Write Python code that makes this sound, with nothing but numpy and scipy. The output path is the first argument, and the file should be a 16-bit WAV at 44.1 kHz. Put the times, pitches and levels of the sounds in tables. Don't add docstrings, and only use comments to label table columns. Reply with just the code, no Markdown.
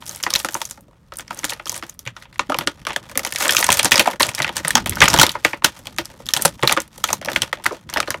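import sys
import numpy as np
from scipy import signal
from scipy.fft import rfft, irfft
from scipy.io import wavfile

SR = 44100
rng = np.random.default_rng(int(sys.argv[2]) if len(sys.argv) > 2 else 0)


def store_wav(level_fs):
    pcm = np.round(np.clip(np.atleast_2d(level_fs), -1, 1) * 32767)
    wavfile.write(sys.argv[1], SR, pcm.T.astype(np.int16))


N = 361619


def amp(db):
    return 10 ** (np.asarray(db) / 20)


def rms_one(x):
    return x / np.sqrt(np.mean(x ** 2) + 1e-20)


def in_time(rows):
    s, *columns = np.transpose(rows)
    return [np.interp(np.arange(N) / SR, s, column) for column in columns]


def at_hz(points, hz):
    table_hz, values = np.transpose(points)
    return np.interp(np.log(hz), np.log(table_hz), values)


def band(x, low_hz, high_hz):
    return signal.sosfilt(signal.butter(2, [low_hz, high_hz], "band", fs=SR, output="sos"), x)


def dying(clicks, t60):
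    return signal.lfilter([1], [1, -amp(-60 / (t60 * SR))], clicks + 1e-18)


def drift(rate_hz):
    step = 40
    r = np.exp(-2 * np.pi * rate_hz * step / SR)
    noise = rng.standard_normal(N // step + 2002)
    slow = signal.lfilter([1], [1, -2 * r, r * r], noise)[2000:]
    return np.interp(np.arange(N) / step, np.arange(len(slow)), rms_one(slow))


def tilt_db(hz, bass_db, treble_db):
    octaves = np.log2(hz / 2500)
    bass = bass_db * np.clip(-octaves / 2.0, 0, 1.3)
    treble = treble_db * np.clip(octaves / 1.62, 0, 1.3)
    return bass + treble


# f/Hz, relative level/dB per Hz
ROOM_SPECTRUM = [(21, -31), (36, -1), (143, -1), (331, -23), (552, -19), (769, -27), (1280, -21),
                 (1650, -31), (3380, -36), (16000, -49)]
ROOM_DB = -53.5


def room():
    hz = np.maximum(np.fft.rfftfreq(N, 1 / SR), 1)
    shaped = irfft(rfft(rng.standard_normal(N)) * amp(at_hz(ROOM_SPECTRUM, hz)), N)
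    return amp(ROOM_DB) * rms_one(shaped)


# t/s, fine crackle base level/dB, crackle treble tilt/dB, flexing thud base level/dB
HAND_MOVES = [(0.0, -39, 1, -44), (0.43, -49, 2.5, -63), (0.57, -42, 6.5, -57), (0.82, -60, -3, -53),
              (1.14, -57, -7, -60.5), (1.32, -39, -7, -53), (1.64, -55, -1.5, -61),
              (1.92, -50.5, -2.5, -55), (3.17, -34.5, -8.5, -47.5), (3.42, -24.5, 3.5, -62),
              (3.63, -16, -1.5, -62), (3.81, -31, -3, -44), (4.16, -31, -4.5, -50),
              (4.5, -36.5, -6.5, -45.5), (5.14, -25, -5, -33), (5.27, -45, -21, -38),
              (5.46, -47.5, -2, -56), (5.98, -43.5, -6, -50), (6.6, -38.5, -1, -48.5),
              (6.83, -47, -8.5, -54), (7.06, -40.5, 1.5, -49), (7.24, -36.5, -2, -47),
              (7.6, -41.5, -6.5, -56), (7.9, -51, -9, -50.5), (8.11, -41, -4, -48), (8.2, -49, -3, -46)]


def hands():
    return in_time(HAND_MOVES)


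JOLT_DB, JOLT_T60_S = -39, 0.11


def thuds(level_db, lumpy_db):
    level = amp(level_db) + amp(JOLT_DB) * dying(jolts(), JOLT_T60_S)
    low_noise = rms_one(band(rng.standard_normal(N), 53, 216))
    return level * amp(lumpy_db * drift(15)) * low_noise


def jolts():
    s, snap_db = np.transpose(SNAP_EVENTS)[:2]
    clicks = np.zeros(N)
    clicks[(s * SR).astype(int)] = amp(snap_db)
    return clicks


CREAK_DB, CREAK_T60_S = -19, 0.026
SETTLE_DB, SETTLE_T60_S = -31.5, 0.24


def stress():
    creak = dying(jolts()[::-1], CREAK_T60_S)[::-1]
    settle = dying(jolts(), SETTLE_T60_S)
    return amp(CREAK_DB) * creak + amp(SETTLE_DB) * settle


def fine_crackle(level, per_s, spread_db, clump_db):
    sizes = amp(spread_db * np.minimum(rng.exponential(1, N), 4))
    born = rng.random(N) < per_s * amp(clump_db * drift(15)) / SR
    return level * sizes * born


# f/Hz, width/Hz, mean level of the added mode/dB
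HOLLOWS = [(338.6, 32, 4), (560, 99, 6), (903, 200, 4), (1231, 78, 0.5), (1435, 23, 0), (1815, 270, -5.5),
           (3275, 410, -7.5), (5900, 1100, -10.5)]


def tray(x):
    out = x.copy()
    for hz, width_hz, level_db in HOLLOWS:
        r = np.exp(-np.pi * width_hz / SR)
        feed = (1 - r * r) / 2 * np.array([1, 0, -1])
        feedback = [1, -2 * r * np.cos(2 * np.pi * hz / SR), r * r]
        mode = signal.lfilter(feed, feedback, x)
        out += amp(level_db + 1.2 * drift(5.7)) * mode
    return out


CRACK_DB = 6.5
LINGER_DB, LINGER_SPREAD_DB = -12.5, 3
LINGER_TREBLE_DB, LINGER_PER_TREBLE = -4, -0.047
PATCH_DB, PATCH_OCTAVES = 4, 0.41
EDGES_HZ = 180 * 2 ** np.arange(0, 6.6, 1 / 3)
# f/Hz, relative level/dB per Hz
SHEET_SPECTRUM = [(220, -18.5), (400, -18), (700, -13), (1500, -11.5), (3000, -13), (6000, -12.5),
                  (10000, -14), (16000, -18)]
# f/Hz, T60/s
CRACK_DECAY = [(220, 0.013), (1000, 0.0098), (4000, 0.014), (8000, 0.011), (16000, 0.0054)]
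# f/Hz, T60/s
LINGER_DECAY = [(220, 0.12), (1000, 0.088), (4000, 0.095), (16000, 0.072)]
# t/s, snap level/dB before the part gains, ring f/Hz,
# ring level/dB relative to the snap, bass tilt/dB, treble tilt/dB
SNAP_EVENTS = [(0.0223, -27.5, 950, -6, -4, -17), (0.0573, -34, 9460, -3, 2.5, 13),
               (0.064, -20, 6140, -1, -17, 7), (0.0774, -31, 9280, -3, 6, 14),
               (0.0817, -19.5, 7130, -3, -10, 14.5), (0.0937, -18, 6330, 5, -11.5, 11),
               (0.1116, -25, 4410, 3, -18, 10), (0.121, -33, 5900, -3, -5, 23),
               (0.1483, -24, 6520, -3, -9, 4), (0.1603, -18, 8300, -3, 1, 18),
               (0.17, -31, 2260, -3, -3, -1), (0.2005, -27, 2360, -3, -2, -8),
               (0.2283, -13, 6570, -6, 6, 14), (0.2364, -3.5, 3170, -4, -5.5, 4),
               (0.2647, -10, 1930, -1, 3.5, -16.5), (0.304, -9.5, 4600, -2, 0, 5),
               (0.329, -18.5, 1160, -1, 0.5, -7.5), (0.3377, 1.5, 6000, -2, -16, 2),
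               (0.3524, -6, 2790, 1, -18.5, -2), (0.3589, -3, 4100, 5.5, -8, -0.5),
               (0.3912, -19, 6150, 0, -5, 13), (0.4003, -18, 4500, -5, -7.5, -4.5),
               (0.4294, -28, 6630, -3, -7, 19), (0.447, -5, 1320, -3.5, 4, -2),
               (0.459, -21.5, 8730, -3, -11, 4), (0.487, -14, 6100, -7, 1, 0),
               (0.5236, -27, 9500, -1, 5, 20), (0.5336, -27, 3140, -3, 2, -1),
               (0.5438, -7.5, 6200, 2, 3, 18), (0.5508, -13.5, 1290, -7, 6, -23),
               (0.564, -22.5, 9500, -3, 4, -3), (0.5716, -26, 9270, -1.5, 0, 6),
               (0.6053, -29, 4630, -3, 12, -12), (0.6161, -11, 930, -1.5, -7, -1),
               (0.653, -13, 6260, -1, -9, 11), (0.6977, -26, 9420, 0, -2, 4),
               (0.705, -34, 9360, -3, -2, 13), (0.71, -16, 6230, -3, -5, 8),
               (0.7755, -32, 1270, 1, 23, -24), (0.8083, -33.5, 9500, -3, 18, 28),
               (0.8827, -42, 565, 5, 29, -7), (0.9106, -45, 1000, 0, 11, -1),
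               (0.9303, -48, 1110, 3, 12, -15), (0.9564, -57, 3040, -3, 2, -10),
               (1.1214, -22, 1320, 5, 5.5, -17), (1.137, -29, 3940, -1, 3, 8),
               (1.157, -32, 6160, -1, 2, 16), (1.1704, -16, 9300, 1, -2, 33), (1.184, -31, 1340, 0, -3, -9),
               (1.1865, -17, 9500, 2, 1, 11), (1.1951, -19, 2460, -8, 1, -7),
               (1.2063, -27.5, 6500, 2, 0, 1), (1.2797, -30, 5570, 4, -10, -10),
               (1.3075, -15.5, 1240, 4, 5, -14), (1.329, -28, 1740, -1, 7, 13),
               (1.346, -28, 8900, 6, 8, 20), (1.373, -25, 4710, -3, -6, 12),
               (1.3772, -28.5, 1450, -6, 11, -11), (1.3906, -18, 6320, 4, -2, 18),
               (1.4327, -19, 1850, -3, -3, -13), (1.443, -5, 7200, -2, -4, -2.5),
               (1.45, -9.5, 5790, -5, -5, 12), (1.4826, -26, 5890, -3, 3, 1),
               (1.4934, -21, 6640, -3, -9, 3), (1.4959, -11.5, 4100, -5, -8, 2.5),
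               (1.5039, -15, 5500, 1, -10, 2), (1.521, -18.5, 2590, -6, 4, -15),
               (1.534, -20, 4260, 3, -19, 0), (1.5649, -45, 1540, -3, 4, -11),
               (1.597, -19.5, 1990, -5, 2, -31), (1.6568, -18, 5390, 2, 4, 0),
               (1.667, -22.5, 1260, 1, -5, -1), (1.6736, -17, 3200, 0, -10, 8),
               (1.681, -23, 6640, -1, -15, 6), (1.6953, -8.5, 6350, 7, -15, 7),
               (1.7182, -16.5, 6300, -3, 7, 8), (1.726, -21, 950, 1, 9, 16), (1.743, -17, 6220, -3, -15, 2),
               (1.756, -21, 7280, -6, 0, 5), (1.7631, -17, 8540, -3, 2, 5),
               (1.777, -15.5, 8600, -1, -3, 14), (1.8252, -15, 1900, -6, 5, -14),
               (1.8344, -21.5, 1390, -11, 1, -13), (1.896, -20.5, 6500, 2, -11, 12),
               (1.941, -40, 9600, 1, -9, 25), (1.9917, -20, 6000, -5, 2, 14),
               (2.0527, -32, 3400, -3, -7, -1), (2.0629, -21, 2340, -3, 0, -14),
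               (2.0741, -16.5, 1890, -13, -8, -9), (2.1652, -21.5, 1300, 0, -6, -13),
               (2.215, -38, 1950, -1, -11, -11), (2.2232, -25.5, 1980, -3, -17, -10),
               (2.2539, -33.5, 2360, -3, -5, -51), (2.3274, -34, 1980, 0, -8, -13),
               (2.358, -32.5, 1920, -3, -10, -21), (2.3936, -2.5, 2280, -14, 1.5, -11),
               (2.4966, -12, 1380, -6, 10, -15), (2.4992, -12, 594, 6, 12, -5),
               (2.52, -9.5, 1170, -6, 11, -16), (2.5441, -3.5, 980, -6, 0, -18),
               (2.5867, -3.5, 2300, -5, 0.5, 4), (2.6092, -16.5, 1380, -3, 6, -15),
               (2.6728, -1, 2100, -7.5, 1.5, -7), (2.851, -20, 3080, -6, -4, -9),
               (2.8678, -8.5, 2320, -4, -1.5, -7.5), (2.8946, -20, 2110, 2, -2, -33),
               (2.905, -13.5, 960, -7, -2, -25), (2.92, -24, 2250, -1, -14, -15),
               (2.931, -18, 2960, -5, -7, -3), (2.9619, -8, 1800, 5, 1.5, -1),
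               (3.0168, -42, 1080, 5, 16, -20), (3.0958, -25, 2350, -3, 8, 0),
               (3.1138, -25, 1440, -5, 5, 4), (3.155, -18, 2070, -3, 2.5, -5),
               (3.1749, -2, 2110, -3.5, 10, 11), (3.1934, -7.5, 2220, -3, 9, 6),
               (3.2331, -18.5, 3530, -8, 1, -3), (3.249, -9.5, 6090, -5, -5, -4),
               (3.2648, -15, 1700, -5, 12, 5), (3.2724, -16.5, 3100, 2, -4, 5),
               (3.3113, -29, 9400, -3, -5, 8), (3.3237, -7.5, 2140, -1, -2.5, 1.5),
               (3.3373, -16, 6830, -1, -15.5, 38), (3.3594, -6.5, 5720, -7, -20, -4),
               (3.3776, -22, 1930, -3, -10, -6), (3.3845, -13, 6400, -3, -7, 13),
               (3.4064, -10, 1220, 0, -1, -6), (3.4217, -12.5, 6800, -1, -9, 2),
               (3.4252, -17, 2130, 2, -9, -11), (3.4477, -13, 2200, 2, 1, -8),
               (3.4548, -10, 1270, -10, -3, -21), (3.467, -13, 2020, -3, 2.5, -24),
               (3.48, -6, 8000, 1, -2, 4.5), (3.4927, -3.5, 3130, 3, -8.5, -15),
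               (3.5072, -2.5, 5360, 0, -16, 9), (3.5224, -6, 5180, -1, 4, 2.5),
               (3.5485, -6, 1310, -3, 0, 2), (3.5672, 2, 6300, 8, -37, -7), (3.59, -8, 7010, -3, -16, 14.5),
               (3.6062, -13, 7040, -3, 0, 13), (3.6102, -8, 8400, 1, 2, 12),
               (3.6265, -4.5, 4370, -6, -11, -16), (3.6424, -0.5, 6520, 0, -10, 0),
               (3.6659, -5, 5530, 1, -6, 3), (3.6893, 1.5, 960, 1, 2.5, -9.5),
               (3.7031, -0.5, 2700, -3, -16, 1), (3.7123, -9, 5400, -3, 5, -9),
               (3.7194, -2, 5970, 0, -10, 0), (3.7265, 1, 8800, 3, -18, 0), (3.741, -11, 9470, -3, -3, 5),
               (3.7709, -6.5, 6100, -1, -16, 0), (3.7916, -1, 8930, -4.5, -1, 0),
               (3.7949, -1, 4500, -4, -15, -15), (3.8301, -4, 5560, -4, -1, 4.5),
               (3.846, -1.5, 8400, 5, 4, 4), (3.8544, -1, 5350, -11, -1, -2), (3.91, -9, 3650, 0, 10, 11),
               (3.9181, 7, 2540, -4.5, -14, -4), (3.93, -8, 6570, -1, 0, 7), (3.942, -7.5, 2250, 4, 9, 0),
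               (3.9564, -4.5, 5730, -6, -3.5, -2), (3.9686, -12, 6210, -6, 2, -5),
               (3.9784, 1.5, 6470, -9, 1, 0), (3.9949, 11, 3050, -3, -2, -4),
               (4.0578, -8.5, 1260, 2, -3, -24), (4.0743, -8, 710, 4, 10, -32),
               (4.132, -16.5, 2090, 1, 13, -31), (4.1992, -8, 1900, 0, 7.5, 2),
               (4.2052, -2.5, 4230, 1, 3, -6), (4.2105, -8, 1950, 3, -3, -2), (4.2218, -5, 8600, 5, -17, 2),
               (4.2297, 0.5, 4070, 6, -11.5, -4), (4.2482, -15, 3370, -1, 5, 0),
               (4.258, -16, 5560, -3, 12, 1), (4.2667, -14, 9210, -3, -2, 7), (4.2898, -9, 2410, 2, -8, -1),
               (4.3355, -32, 4610, -3, -17, -1), (4.349, -9, 5500, -1, -29, 6),
               (4.381, -15, 1810, 2, -2, -11), (4.3897, -14.5, 2410, -2, 7, 2),
               (4.4012, -6.5, 2080, 4, 8, -16), (4.4198, -6.5, 4560, -4, -24, -7),
               (4.427, -12, 3910, 6, -15, -8), (4.445, -2, 1710, -16, -15, -25),
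               (4.465, -16, 1940, -3, 16, -13), (4.478, -14, 1730, -1, -15, -15),
               (4.492, -13, 864, -5, 10, -9), (4.5574, -20, 8100, -3, -13, 25),
               (4.5673, -7, 5950, -3, -7, 0), (4.579, -15, 6720, 2, -11, -3), (4.598, -24, 1960, 1, 4, -3),
               (4.6482, -9.5, 1890, 2, 1, -4), (4.6752, -12.5, 1790, 0, -11, -10),
               (4.681, -1.5, 8900, 3, 1, 17), (4.706, -2.5, 1800, 1, -32, -1),
               (4.7533, 9.5, 5340, 1, -6, -6.5), (4.7695, -5.5, 995, -13, 2, -9),
               (4.778, -9, 1490, 3, -9, -9), (4.8597, -6.5, 3070, -9, 2, -1.5),
               (4.8717, -18, 4540, 1, 0, 2), (4.8951, -5.5, 9850, 1, -28, 7),
               (4.9222, -15, 2370, 1, -6, -20), (4.932, -25, 2270, -3, -10, -8),
               (4.9555, -15.5, 5760, 2, -4, 13), (4.9698, -18.5, 1500, 6, 6, -18),
               (4.984, -23, 1590, -6, -8, -10), (5.0046, 1, 5630, -2, -6.5, -11),
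               (5.0165, 5.5, 1610, -1, -5, -19), (5.021, 2.5, 2420, -4, -11, -11),
               (5.036, -8, 1290, -2, 7, -6), (5.041, -4.5, 8160, -5, -2.5, 3),
               (5.056, -4.5, 3030, -6, -13, -11), (5.0794, 1.5, 1510, 0, -4, -15.5),
               (5.0832, 3, 5390, -3, 2, 14), (5.1012, -6.5, 5470, -2, -7, 0),
               (5.1318, -5, 3700, -4, -5, -4), (5.1396, 4, 5260, -5, 10, -1.5),
               (5.1621, -7.5, 3650, 0, 2, -7), (5.1757, -7, 3610, -3, 5, 6), (5.1878, 2, 3120, 0, 4, -4),
               (5.1965, 5.5, 3260, 4, -7, 0), (5.2138, 12.5, 1390, 0, -3, 3), (5.2306, 12, 4080, -1, 0, 0),
               (5.2656, -4, 3640, 1, 1.5, 3), (5.2927, -7, 3980, -4, -16, -2),
               (5.305, -29, 7820, -3, -6, 10), (5.317, -18, 5800, 1, -10, 15),
               (5.353, -15.5, 960, 6, 7.5, -26), (5.4483, 8, 2150, -4, -3.5, -8),
               (5.5324, -13.5, 2280, 2, 4, -22), (5.6218, -21.5, 1080, 2, 9, -23),
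               (5.643, -7, 1420, 1, 6, -6), (5.645, 15, 4070, -4, -9, 2), (5.7903, -30, 9180, -5, 12, 7),
               (5.828, -41, 5620, -3, 6, -1), (5.8562, -29, 4390, 1, -7, 2),
               (5.8698, -14.5, 3320, -9, 1, 0), (5.9634, -31, 7240, -3, -2, -2),
               (5.9773, -30, 3280, -3, -8, 5), (5.9843, -6, 2300, 0, 5, -2),
               (6.0552, -16, 5490, -7, -12, 13), (6.1007, -32, 800, -3, 6, -4),
               (6.1373, -39, 510, -1, 21, -17), (6.2, -27.5, 585, -7, 25, -13),
               (6.258, -24, 5230, -1, -7, 11), (6.2655, -19, 3510, 1, -3, 6),
               (6.2882, -9, 3680, 4, -11, 6.5), (6.3062, -24, 3290, 6, -3, 4), (6.3366, 4, 5500, 4, -11, 0),
               (6.365, -5, 2980, -5, -2.5, -3), (6.3725, -11, 3360, 4, 4, 8.5),
               (6.3936, -19.5, 1600, 3, 9, -28), (6.4145, -14, 8160, -1, -11, 14),
               (6.4216, -1.5, 8600, 1, -6, 13), (6.4502, 0.5, 734, -3.5, 0, 3),
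               (6.4548, 7.5, 8000, 4, 5, 6.5), (6.5929, -34, 900, 5, -2, -15),
               (6.6264, -10, 3700, 1, -2, -15), (6.632, -2.5, 2070, -12, 13, -7),
               (6.642, -14.5, 1100, 9, 6, -27), (6.6751, 1, 4030, 10, -17, -3),
               (6.6948, -2.5, 2400, 2, 3, -10), (6.711, -11, 6880, -3, 4, -5),
               (6.7193, -7, 2420, -3, -5, -10), (6.7244, -1, 8900, 0, -1, 3),
               (6.7658, -14.5, 1190, -3, 4, -10), (6.7735, -1.5, 1220, -2.5, 2, -24),
               (6.8022, -11, 1960, -7, -11, 6), (6.8184, -15.5, 7900, -10, -3, 22),
               (6.979, -23, 9500, 0, 7, 9), (7.0401, 0, 1280, -1.5, -3, -3), (7.0885, -11, 2190, 0, 2, -21),
               (7.1034, -13, 970, 3, 12, -1), (7.1296, -1.5, 6200, -5, 1.5, 2),
               (7.2137, -22, 2920, -5, 8, -5), (7.225, -26, 1300, 0, 4, -9), (7.248, -13, 5400, -12, 7, 1),
               (7.2582, -16, 3750, -5, 8, 7), (7.2742, -20.5, 576, 0, 12, -16),
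               (7.285, -6.5, 2180, -1, 4, -30), (7.3171, -14, 555, -3, 5, 1), (7.3317, -14, 3550, -5, 2, 4),
               (7.3608, 0.5, 2060, 0, -9, -14), (7.4193, 1, 3220, -4, -11, -0.5),
               (7.4317, -18, 2800, 0, -13, -35), (7.5282, -6.5, 1930, -1, -0.5, -10.5),
               (7.572, -32.5, 3240, 5, 9, -32), (7.5846, -41, 920, -5, 12, -15),
               (7.598, -31, 910, -3, 5, -24), (7.639, -22, 8510, -3, -6, -1),
               (7.644, -17.5, 9350, 0, -5, 3), (7.657, -9, 1350, 2, -8, -22),
               (7.663, -2.5, 2000, 6, 3, -0.5), (7.709, -16, 1270, -3, 24, -27),
               (7.7235, -25, 5330, 1, 26, 7), (7.891, -24, 3400, 2, -9, -19), (7.8989, -19, 8870, -1, 1, 1),
               (7.9278, -21, 1860, 1, 5, -12), (7.9384, -9.5, 4510, -6, -4, 3),
               (7.9605, -9.5, 1780, -5, 4, -21), (7.9711, -4.5, 1850, 0, 6, -9),
               (7.9799, -20, 647, 4, -2, -10), (8.0022, -3.5, 1300, -2.5, -3, -2),
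               (8.028, -17.5, 2350, 0, -2, -16), (8.075, -15, 1890, -1, 3, -13),
               (8.079, -19.5, 4050, 1, 14, -8), (8.1046, -5.5, 7300, -8, -2, -1),
               (8.1427, -13.5, 2030, 4, 4.5, -41)]


def sheet(crackle, crackle_treble_db):
    s, snap_db, ring_hz, _, bass_db, treble_db = np.transpose(SNAP_EVENTS)
    at = np.minimum((s * SR).astype(int), N - 1)
    out = np.zeros(N)
    white = rng.standard_normal((2, N))
    chance = rng.normal(0, 1, (len(at), len(EDGES_HZ)))
    crease_db = 4.1 * rng.standard_normal((2, N))
    crease_treble_db = crackle_treble_db + crease_db[1]
    centres = np.sqrt(EDGES_HZ[1:] * EDGES_HZ[:-1])

    tilts_db = tilt_db(centres, bass_db[:, None], treble_db[:, None])
    octaves_off = np.log2(centres / ring_hz[:, None])
    tilts_db = tilts_db + PATCH_DB * np.exp(-(octaves_off / PATCH_OCTAVES) ** 2)
    share = amp(2 * at_hz(SHEET_SPECTRUM, centres)) * centres
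    power = amp(2 * tilts_db) @ share / share.sum()
    tilts_db = tilts_db - 10 * np.log10(power)[:, None]
    linger_db = LINGER_DB + LINGER_PER_TREBLE * treble_db + LINGER_SPREAD_DB * chance[:, -1]

    for k, (low, high, hz) in enumerate(zip(EDGES_HZ, EDGES_HZ[1:], centres)):
        strength = amp(snap_db + CRACK_DB + tilts_db[:, k] + 2.97 * chance[:, k])
        crease_colour_db = tilt_db(hz, crease_db[0], crease_treble_db) + 0.5 * white[(k + 1) % 2]
        small = crackle * amp(crease_colour_db)
        crack, linger = small.copy(), small * amp(-19)
        np.add.at(crack, at, strength)
        np.add.at(linger, at, strength * amp(linger_db + tilt_db(hz, 0.069, LINGER_TREBLE_DB)))
        tick = amp(-3.5) * dying(crack, 0.00082)
        body = dying(crack, at_hz(CRACK_DECAY, hz))
        tail = dying(linger, at_hz(LINGER_DECAY, hz))
        noise = (tick + body + tail) * white[k % 2]
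        out += amp(at_hz(SHEET_SPECTRUM, hz)) * band(noise, low, high)
    return out


def rings():
    cycles, least_s, spread = 20, 0.004, 0.05
    length = 2000
    out, t = np.zeros(N + length), np.arange(length) / SR
    chance = rng.standard_normal((len(SNAP_EVENTS), 3, 1))
    detune = np.exp(spread * chance * [[0], [1], [1]])
    for (s, snap_db, ring_hz, ring_db, *_), near in zip(SNAP_EVENTS, detune):
        t60 = least_s + cycles / ring_hz
        envelope = (1 - np.exp(-t * ring_hz)) * amp(-60 * t / t60)
        swing = envelope * np.sin(2 * np.pi * ring_hz * near * t).mean(0)
        start = int(s * SR)
        out[start:start + length] += amp(snap_db + ring_db) * swing
    return out[:N]


THUMP_T60_S = 0.11
# t/s, level/dB before the swing's envelope, f/Hz
WALL_FLIPS = [(0.442, -32.5, 300), (1.437, -24, 300), (2.065, -21, 120), (2.393, -27.5, 278),
              (2.492, -17, 275), (2.582, -21.5, 155), (2.667, -21.5, 297), (3.162, -25.5, 258),
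              (3.849, -21, 283), (3.916, -21.5, 253), (3.987, -15, 215), (4.198, -23, 260),
              (4.402, -19, 140), (4.648, -20.5, 160), (4.749, -12, 238), (5.02, -10.5, 115),
              (5.136, -21, 296), (5.186, -7, 142), (5.451, -26, 314), (5.64, -21.5, 326), (6.362, -24, 137),
              (6.451, -12.5, 161), (6.629, -11, 130), (6.771, -18, 318), (7.363, -26, 259),
              (7.962, -27, 288)]


def thumps():
    length = 12000
    out, t = np.zeros(N + length), np.arange(length) / SR
    for s, level_db, hz in WALL_FLIPS:
        envelope = (1 - np.exp(-t * hz * 1.2)) * amp(-60 * t / THUMP_T60_S)
        swing = envelope * np.sin(2 * np.pi * hz * t)
        start = int(s * SR)
        out[start:start + length] += amp(level_db) * swing
    return out[:N]


def scene():
    crackle_db, treble_db, thud_db = hands()
    crackle = fine_crackle(amp(crackle_db) + stress(), per_s=220, spread_db=3.5, clump_db=4.0)
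    plastic = tray(sheet(crackle, treble_db)) + rings() + thumps()
    return (plastic + thuds(thud_db, lumpy_db=3.5) + room())[None]


CUTOFF_HZ = 16700


def record(dry):
    clipped = dry / (1 + np.abs(dry) ** 6) ** (1 / 6)
    return signal.sosfilt(signal.cheby2(20, 80, CUTOFF_HZ, fs=SR, output="sos"), clipped)


dry = scene()
out = record(dry)
store_wav(out)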